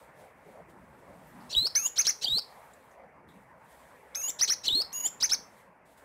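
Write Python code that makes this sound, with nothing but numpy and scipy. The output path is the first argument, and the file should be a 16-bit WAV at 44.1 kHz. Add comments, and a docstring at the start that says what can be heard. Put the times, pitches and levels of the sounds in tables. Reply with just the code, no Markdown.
"""A small caged bird sings two phrases close by, its syrinx gliding near-sine whistles through three syllables:
a low slur that opens with a rasp, a thin high whistle, and a pair of arched chips that open with short rasps.
Reflections off the cage and room give the song a slightly ringing tail.
Shaped noise gives a faint murky background of rumble, dull wash and hiss, with soft hollow swells, sharp ticks
and brief fading bursts of hiss. Rate conversion by dropping samples puts faint mirror tones around every whistle."""
import sys
import numpy as np
from scipy import signal
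from scipy.io import wavfile
from scipy.ndimage import uniform_filter1d, map_coordinates

SR = 44100
rng = np.random.default_rng(int(sys.argv[2]) if len(sys.argv) > 2 else 0)


def dump_mix(stems):
    """Bounce the given channels to the path in sys.argv[1] as a 16-bit WAV at rate SR."""
    frames = np.atleast_2d(stems).T  # one column per channel
    limited = np.clip(frames, -1, 1)  # hard clip at full scale
    pcm = np.round(limited * 32767).astype(np.int16)
    wavfile.write(sys.argv[1], SR, pcm)


N = 266628
TIME = np.arange(N) / SR


def from_db(db):
    """Logarithmic level: decibels become an amplitude ratio."""
    return 10 ** (np.asarray(db) / 20)


def rms_one(x):
    """Normalisation: scale to a root-mean-square of 1."""
    return x / np.sqrt(np.mean(x ** 2) + 1e-20)


def in_time(rows, t=TIME):
    """Linear interpolation: each column of a curve, joined by straight lines."""
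    s, *columns = np.transpose(rows)
    return [np.interp(t, np.sort(s), column) for column in columns]


def slow_gain(stretches, gain_db):
    """Amplitude envelope: one gain curve through the level points of all stretches."""
    return from_db(gain_db + in_time(np.concatenate(stretches))[0])


def drift(rate, size=N):
    """Band-limited random modulation: a smooth wander through `rate` random knots per second, spread near 1."""
    knots = rng.standard_normal(4096)
    return map_coordinates(knots, [np.arange(size) * rate / SR], order=3, mode="wrap")


def resonance(x, hz, width_hz):
    """Damped resonance: a two-pole band-pass with gain 1 on top."""
    radius = np.exp(-np.pi * width_hz / SR)
    numerator = np.array([1, 0, -1]) * (1 - radius * radius) / 2
    denominator = [1, -2 * radius * np.cos(2 * np.pi * hz / SR), radius * radius]
    return signal.lfilter(numerator, denominator, x)


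def band_pass(x, low_hz, high_hz):
    """Band limitation: a Butterworth band-pass."""
    edges = [low_hz, min(high_hz, SR * .45)]
    return signal.sosfilt(signal.butter(2, edges, "band", fs=SR, output="sos"), x)


def add(track, start_s, sound):
    """Superposition: mix a sound into the track at a given time."""
    i = round(start_s * SR)
    track[i:i + len(sound)] += sound[:N - i]


def banded_noise(spectrum, patchy_db, flicker_rate):
    """Subtractive synthesis: twelve bands of noise, each flickering on its own; rms 1."""
    hz, db = np.transpose(spectrum)
    edges = np.geomspace(max(hz[0], 15), min(hz[-1], SR * .45), 13)
    white, out = rng.standard_normal((2, N)), 0
    for k, (low, high) in enumerate(zip(edges, edges[1:])):
        band = band_pass(white[k % 2], low, high)  # neighbours use different noise
        level_db = np.interp(np.log(low * high) / 2, np.log(hz), db)
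        out = out + band * from_db(level_db + patchy_db * drift(flicker_rate))
    return rms_one(out)


# spectral density of the rumble: (frequency [Hz], relative density [dB per Hz])
RUMBLE_SPECTRUM = [(22, -23), (40, -19), (60, -3), (100, -8), (135, -4.5), (180, -1), (240, -8.5), (300, 0),
                   (380, -17)]
# envelope before, between and after the phrases: (time [s], level before the trim [dB])
RUMBLE_ENVELOPE = [
    [(0.0, -68.5), (0.31, -70.5), (0.644, -63.5), (1.3, -64)],
    [(2.45, -72.5), (3.016, -70), (3.128, -66), (4.12, -71.5)],
    [(5.4, -65.5), (5.75, -73), (6.046, -70)],
]
RUMBLE_TRIM_DB = 4


def rumble():
    """Low-frequency coloured noise under a level envelope."""
    return slow_gain(RUMBLE_ENVELOPE, RUMBLE_TRIM_DB) * banded_noise(RUMBLE_SPECTRUM, patchy_db=3.5, flicker_rate=33)


# spectral density of the dull wash: (frequency [Hz], relative density [dB per Hz])
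WASH_SPECTRUM = [(330, -15), (420, -1), (580, 4), (720, -0.5), (930, 3), (1250, -4), (1600, -4.5),
                 (2100, -4), (2800, -12)]
# envelope before, between and after the phrases: (time [s], level before trim and low-pass [dB])
WASH_ENVELOPE = [
    [(0.0, -57.5), (0.378, -58.5), (0.778, -59), (1.48, -57.5)],
    [(2.45, -58.5), (2.65, -59), (2.952, -59.5), (3.31, -61), (4.12, -57.5)],
    [(5.4, -55.5), (5.658, -61), (5.916, -62.5), (6.046, -57.5)],
]
WASH_TRIM_DB, WASH_EDGE_HZ = 1.5, 2324


def wash():
    """Mid-frequency coloured noise, dulled by a low-pass filter."""
    noise = slow_gain(WASH_ENVELOPE, WASH_TRIM_DB) * banded_noise(WASH_SPECTRUM, patchy_db=2.6, flicker_rate=22)
    return signal.sosfilt(signal.butter(4, WASH_EDGE_HZ, fs=SR, output="sos"), noise)


# spectral density of the hiss: (frequency [Hz], relative density [dB per Hz])
HISS_SPECTRUM = [(1760, -21), (3000, 4.5), (4920, -3.5), (6430, -4.5), (8010, 1.5), (13000, -2),
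                 (13900, -0.5), (15500, -20.5)]
# envelope by which it swells and sinks: (time [s], level before the trim [dB])
HISS_ENVELOPE = [
    [(0.0, -67.5), (0.136, -79.5), (0.21, -66), (0.338, -80.5), (0.51, -72), (0.676, -82), (0.7, -68.5),
     (0.746, -78.5), (1.48, -68)],
    [(2.55, -68.5), (2.946, -75.5), (2.986, -84.5), (3.27, -88.5), (3.288, -72.5), (3.568, -83.5),
     (3.722, -67.5), (4.098, -75.5), (4.12, -74.5)],
    [(5.5, -72.5), (5.606, -69.5), (5.71, -86), (5.848, -90), (5.858, -73.5), (5.93, -71), (5.962, -78.5),
     (5.98, -67), (6.046, -75)],
]
HISS_TRIM_DB = 2


def hiss():
    """High-frequency coloured noise under a swelling and sinking envelope."""
    return slow_gain(HISS_ENVELOPE, HISS_TRIM_DB) * banded_noise(HISS_SPECTRUM, patchy_db=1.4, flicker_rate=40)


# soft hollow swells: (time [s], half length [s], centre frequency [Hz], peak level [dB])
HOLLOW_SWELLS = [(0.243, 0.041, 624, -55), (0.49, 0.022, 490, -52), (0.577, 0.029, 587, -49.5),
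                 (0.87, .05, 170, -63), (1.108, 0.042, 565, -52), (1.2, .04, 174, -59.5),
                 (1.4, .065, 213, -52), (1.405, .05, 940, -54), (2.591, 0.076, 834, -54),
                 (3.022, 0.045, 600, -52.5), (3.28, .014, 73.4, -59.5), (3.328, 0.057, 206, -58)]


def swells(spread):
    """Narrow-band noise under a Gaussian envelope, which rises and sinks softly."""
    out = np.zeros(N)
    for peak_s, half_s, hz, level_db in HOLLOW_SWELLS:
        noise = rms_one(band_pass(rng.standard_normal(N), hz / (1 + spread), hz * (1 + spread)))
        out += from_db(level_db) * noise * np.exp(-.5 * ((TIME - peak_s) / half_s) ** 2)
    return out


# sharp ticks and brief fading bursts of hiss:
# (time [s], starting level [dB], decay time to 1/e [s], reference frequency just below the band [Hz])
TICK_BURSTS = [(2.068, -12, 0.0015, 5210), (2.072, -18.5, 0.0024, 5140), (1.27, -66, .04, 11540),
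               (1.405, -67, .04, 4200), (2.734, -55.5, 0.0058, 6640), (2.91, -71, 0.022, 5730),
               (3.286, -65.5, 0.032, 3220)]


def ticks():
    """Impulsive excitation: a burst of band noise with exponential decay."""
    out, t = np.zeros(N), TIME[:SR // 5]
    for start_s, level_db, decay_s, hz in TICK_BURSTS:
        burst = rms_one(band_pass(rng.standard_normal(len(t)), hz / 0.96, hz * 1.216))
        add(out, start_s, from_db(level_db) * burst * np.exp(-t / decay_s))
    return out


# resonances of the throat and beak: (frequency [Hz], width [Hz], relative gain [dB])
THROAT_RESONANCES = [(4050, 3600, 13), (5000, 900, -2), (7000, 1100, -13.5)]


def rasp(length_s, first_hz, last_hz, level_db, jitter, breath_db, swell_db):
    """Source-filter principle: before a whistle locks in, uneven syrinx pulses and breath ring the throat."""
    progress = np.linspace(0, 1, round(length_s * SR))
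    hz = (first_hz + (last_hz - first_hz) * progress) * (1 + jitter * drift(400, size=len(progress)))
    phase = 2 * np.pi * np.cumsum(hz) / SR
    pulses = rms_one(sum(np.cos(k * phase) for k in range(2, 7)))  # harmonics 2 to 6
    air = from_db(breath_db) * rng.standard_normal(4096)[:len(progress)]
    source = pulses + air
    voice = sum(from_db(db) * resonance(source, f, width) for f, width, db in THROAT_RESONANCES)
    swell = from_db(swell_db * progress) * np.sin(np.pi * progress)
    return from_db(level_db) * rms_one(voice * swell)


def throat_band(x):
    """Band limitation of the rasps."""
    return band_pass(x, low_hz=2720, high_hz=6640)


# low slurs: (start [s], length [s], opening pitch [Hz], closing pitch [Hz], top pitch [Hz], bend of the climb [1],
# time of the step [s], step [Hz], hook length [s], hook pitch [Hz], rasp length [s], rasp level before the band [dB])
LOW_SLURS = [(1.545, .128, 3684, 4276, 5476, 1.4, 1.561, 288.4, .017, 4654, .043, -40),
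             (2.259, .132, 3468, 4454, 5355, 0.76, 2.281, 340, .020, 4780, 0.036, -35.5),
             (4.690, .130, 3325, 4237, 5240, 3.2, 4.747, 129.7, .023, 4380, .042, -34.5)]
# pulse rate (first, last) and how far the rasp runs into the note
SLUR_RASP_HZ, SLUR_RASP_OVERLAP_S = (1258, 1500), 0.0066


def slur_rasps():
    """Pulsed phonation: a long rasp opens every slur."""
    out = np.zeros(N)
    for start_s, *_, hook_s, _, rasp_s, level_db in LOW_SLURS:
        buzz = rasp(rasp_s, *SLUR_RASP_HZ, level_db, jitter=.04, breath_db=0, swell_db=13)
        add(out, start_s - hook_s + SLUR_RASP_OVERLAP_S - rasp_s, buzz)
    return throat_band(out)


# every note leaps up from a low pitch and drops after its top
LEAP_FROM_HZ, SLUR_LEAP_FROM_HZ = 2700, 2900
FALL_HZ_PER_S, FALL_S = 200000, .013


def sweep(t, from_hz, length_s, opening_hz, closing_hz, top_hz, bend, leap_s, flick_s):
    """Frequency modulation: leap up, climb (levelling off if the bend is over 1), flick to the top, drop away."""
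    held = np.clip(t, 0, length_s)
    climb = closing_hz - (closing_hz - opening_hz) * (1 - held / length_s) ** bend
    leap = (from_hz - opening_hz) * np.exp(-(held / leap_s) ** 2)
    flick = (top_hz - closing_hz) * np.exp((held - length_s) / flick_s)
    return climb + leap + flick - FALL_HZ_PER_S * np.maximum(t - length_s, 0)


# knots per second of the pitch waver; glide speed at which a whistle turns rough (Hz per s)
WAVER_PER_S, ROUGH_GLIDE = 110, 80000


def whistle(hz, level_db, waver_hz, jitter, overtone_db, overtone_limit_db, rough_db):
    """Self-sustained oscillation: a near sine, rough in fast glides, whose octave saturates as it gets loud."""
    t = TIME[:len(hz)]
    hz = uniform_filter1d(hz, size=66, mode="nearest")
    glide_hz_per_s = np.abs(np.gradient(hz)) * SR
    unrest = np.tanh(glide_hz_per_s / ROUGH_GLIDE)
    hz = hz + waver_hz * drift(WAVER_PER_S, size=len(t))
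    hz = hz * (1 + jitter * (.15 + unrest) * drift(700, size=len(t)))
    level_db = level_db + rough_db * unrest * (drift(600, size=len(t)) - .3)
    phase = 2 * np.pi * np.cumsum(hz) / SR
    octave_db = np.minimum(level_db + overtone_db, overtone_limit_db)
    tone = from_db(level_db) * np.sin(phase) + from_db(octave_db) * np.sin(2 * phase)
    fade = np.clip(np.minimum(t, t[-1] - t) / .002, 0, 1)
    return np.sqrt(2) * tone * fade  # a sine at 0 dB has rms 1


# loudness through each slur: (time [s], level before trim and hook softening [dB])
SLUR_ENVELOPES = [
    [(1.529, -31), (1.533, -28.5), (1.559, -29), (1.569, -22.5), (1.595, -23), (1.609, -29.5), (1.669, -27),
     (1.681, -32)],
    [(2.241, -32), (2.247, -22.5), (2.263, -32), (2.285, -24.5), (2.295, -32), (2.321, -27), (2.387, -26.5),
     (2.4, -32)],
    [(4.668, -29.5), (4.68, -24), (4.746, -28), (4.754, -20.5), (4.798, -26.5), (4.824, -31.5),
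     (4.828, -44)],
]
# quickness of the small upward step; how much softer the hook is than the whistle after it
STEP_S, HOOK_SOFTER_DB = .004, 3


def slurs(gain_db):
    """Frequency glide: a quick hook up and down, then a long low whistle that rises with one small step."""
    out = np.zeros(N)
    for slur, levels in zip(LOW_SLURS, SLUR_ENVELOPES):
        start_s, length_s, *shape, step_at_s, step_hz, hook_s, hook_hz, _, _ = slur
        t = np.arange(-hook_s, length_s + FALL_S / 2, 1 / SR)
        hook_arch = np.abs(np.sin(np.pi * np.clip(-t / hook_s, 0, 1) ** 1.25)) ** .8
        hook = (hook_hz - SLUR_LEAP_FROM_HZ) * hook_arch
        before_step = np.clip(t / STEP_S, 0, 1) * (1 - np.tanh((start_s + t - step_at_s) / STEP_S)) / 2
        glide = sweep(t, SLUR_LEAP_FROM_HZ, length_s, *shape, leap_s=.005, flick_s=.009)
        hz = hook + glide - step_hz * before_step
        level_db = gain_db + in_time(levels, start_s + t)[0] - HOOK_SOFTER_DB * hook / hook.max()
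        note = whistle(hz, level_db, waver_hz=28, jitter=.005,
                       overtone_db=-34.5, overtone_limit_db=-62.0, rough_db=5.5)
        add(out, start_s - hook_s, note)
    return out


# thin whistles: (start [s], length [s], opening pitch [Hz], closing pitch [Hz], top pitch [Hz], bend of the climb [1])
THIN_WHISTLES = [(1.746, 0.13, 5900, 6640, 7700, 2.6), (4.144, 0.15, 6234, 6790, 7740, 1.55),
                 (4.92, .149, 6510, 6830, 7600, 2.5)]
# loudness through each thin whistle: (time [s], level before the trim [dB])
THIN_ENVELOPES = [
    [(1.747, -43), (1.757, -20), (1.765, -21.5), (1.843, -37.5), (1.863, -20), (1.882, -41)],
    [(4.146, -46), (4.154, -31), (4.232, -37), (4.24, -29), (4.272, -35), (4.294, -26.5), (4.305, -37.5)],
    [(4.925, -52), (4.931, -39), (4.983, -30.5), (4.993, -37.5), (5.013, -30.5), (5.019, -44), (5.061, -20),
     (5.085, -48)],
]
# the second thin whistle catches once: (time [s], half length [s], pitch drop [Hz])
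PITCH_CATCH = (4.219, 0.0031, 620)


def high_whistles(gain_db):
    """Harmonic tone: a leap to a thin, gently climbing whistle with a faint octave."""
    out = np.zeros(N)
    catch_s, half_s, drop_hz = PITCH_CATCH
    for (start_s, length_s, *shape), levels in zip(THIN_WHISTLES, THIN_ENVELOPES):
        t = np.arange(0, length_s + FALL_S, 1 / SR)
        catch = drop_hz * np.exp(-.5 * ((start_s + t - catch_s) / half_s) ** 2)
        hz = sweep(t, LEAP_FROM_HZ, length_s, *shape, leap_s=.0075, flick_s=0.0061) - catch
        level_db = gain_db + in_time(levels, start_s + t)[0]
        note = whistle(hz, level_db, waver_hz=55, jitter=0.0077,
                       overtone_db=-8.0, overtone_limit_db=-47, rough_db=6.5)
        add(out, start_s, note)
    return out


# arched chips, in pairs: (start [s], length [s], opening pitch [Hz], closing pitch [Hz], top pitch [Hz],
# bend of the climb [1], level before the envelope [dB], rasp level before the band [dB])
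ARCHED_CHIPS = [(1.972, 0.04, 4935, 6324, 6510, 1.63, -20, -38.5),
                (2.059, 0.041, 4570, 6100, 6740, 1.22, -21, -33),
                (4.402, 0.042, 4803, 6220, 6290, 1.6, -21, -35),
                (4.488, 0.042, 4980, 5970, 6490, 1.14, -22, -30.5),
                (5.216, .037, 4633, 6310, 6940, 1.1, -22, -35.5),
                (5.305, .034, 5120, 5540, 6376, 1.44, -22, -33)]
# pulse rate (first, last), how far the rasp runs into the chip, and its length
CHIP_RASP_HZ, CHIP_RASP_OVERLAP_S, CHIP_RASP_S = (1683, 2311), .005, .021


def chip_rasps():
    """Pulsed phonation: a short breathy rasp opens every chip."""
    out = np.zeros(N)
    for start_s, *_, level_db in ARCHED_CHIPS:
        buzz = rasp(CHIP_RASP_S, *CHIP_RASP_HZ, level_db, jitter=.045, breath_db=0, swell_db=13)
        add(out, start_s + CHIP_RASP_OVERLAP_S - CHIP_RASP_S, buzz)
    return throat_band(out)


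# a chip swells, holds while growing a little, eases at its top and fades as it drops
CHIP_ATTACK_S, CHIP_ATTACK_DB, CHIP_GROWTH_DB_PER_S, CHIP_FADE_DB_PER_S = .011, 15, 49.5, 1200.5
CHIP_EASE_DB, CHIP_EASE_S = 5, 0.0046


def chips():
    """Rapid frequency modulation: short loud arches, the same sweep hurried."""
    out = np.zeros(N)
    for start_s, length_s, *shape, db, _ in ARCHED_CHIPS:
        t = np.arange(0, length_s + FALL_S, 1 / SR)
        hz = sweep(t, LEAP_FROM_HZ, length_s, *shape, leap_s=.008, flick_s=0.0037)
        attack_db = CHIP_ATTACK_DB * np.maximum(1 - t / CHIP_ATTACK_S, 0)
        ease_db = CHIP_EASE_DB * np.exp(-((t - length_s) / CHIP_EASE_S) ** 2)
        fade_db = CHIP_FADE_DB_PER_S * np.maximum(t - length_s, 0)
        level_db = db + CHIP_GROWTH_DB_PER_S * (t - length_s) - attack_db - ease_db - fade_db
        note = whistle(hz, level_db, waver_hz=60, jitter=.022,
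                       overtone_db=-33, overtone_limit_db=-61.5, rough_db=3.5)
        add(out, start_s, note)
    return out


def beak(x, edge_hz=3050):
    """Radiation efficiency: the beak radiates poorly below its edge, so each leap starts weakly."""
    return signal.sosfilt(signal.butter(6, edge_hz, "high", fs=SR, output="sos"), x)


# pitches that the path through the cage cancels or lifts: (frequency [Hz], width [Hz], nominal gain [dB])
CAGE_INTERFERENCE = [(2790, 250, -6), (3685, 69, -10.5), (4960, 110, -4.5), (5625, 94, -7),
                     (6110, 240, 2.5), (6358, 170, -5)]


def cage_colour(x):
    """Interference: near walls cancel some pitches and lift others, so glides flutter as they cross them."""
    for hz, width_hz, db in CAGE_INTERFERENCE:
        x = x + (from_db(db) - 1) * resonance(x, hz, width_hz)
    return x


def echoes(x, t60_s, build_s):
    """Diffuse reverberation: dense random reflections that build up and die away; unit energy."""
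    t = TIME[:SR]
    tail = rng.standard_normal(SR) * from_db(-60 * t / t60_s) * (1 - np.exp(-t / build_s))
    return signal.fftconvolve(x, tail / np.linalg.norm(tail))[:N]


# decay time by 60 dB, and level
CAGE_T60_S, CAGE_DB = .08, -9.5
ROOM_T60_S, ROOM_DB = 0.26, -16.5


def room(x):
    """Reverberation: quick reflections from bars and tray make glides beat; the room's tail follows each note."""
    cage = from_db(CAGE_DB) * echoes(x, CAGE_T60_S, build_s=.002)
    tail = from_db(ROOM_DB) * echoes(x, ROOM_T60_S, build_s=0.022)
    return x + cage + tail


def scene():
    """Superposition of the bird in its room and the background."""
    background = rumble() + wash() + hiss() + swells(spread=0.273)
    whistles = slurs(gain_db=.3) + high_whistles(gain_db=-1.26) + chips()
    song = beak(whistles) + slur_rasps() + chip_rasps()
    return (room(cage_colour(song) + ticks()) + background)[None]


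def record(dry):
    """Aliasing: 48 kHz sound thinned by dropping samples gains mirror tones 3.9 kHz apart; the top is cut."""
    fast = signal.resample_poly(dry, 160, 147, axis=1)
    thinned = fast[:, np.arange(N) * 160 // 147]
    cutoff_hz = 15650
    return signal.sosfilt(signal.ellip(12, .1, 90, cutoff_hz, fs=SR, output="sos"), thinned)


dry = scene()
out = record(dry)
dump_mix(out)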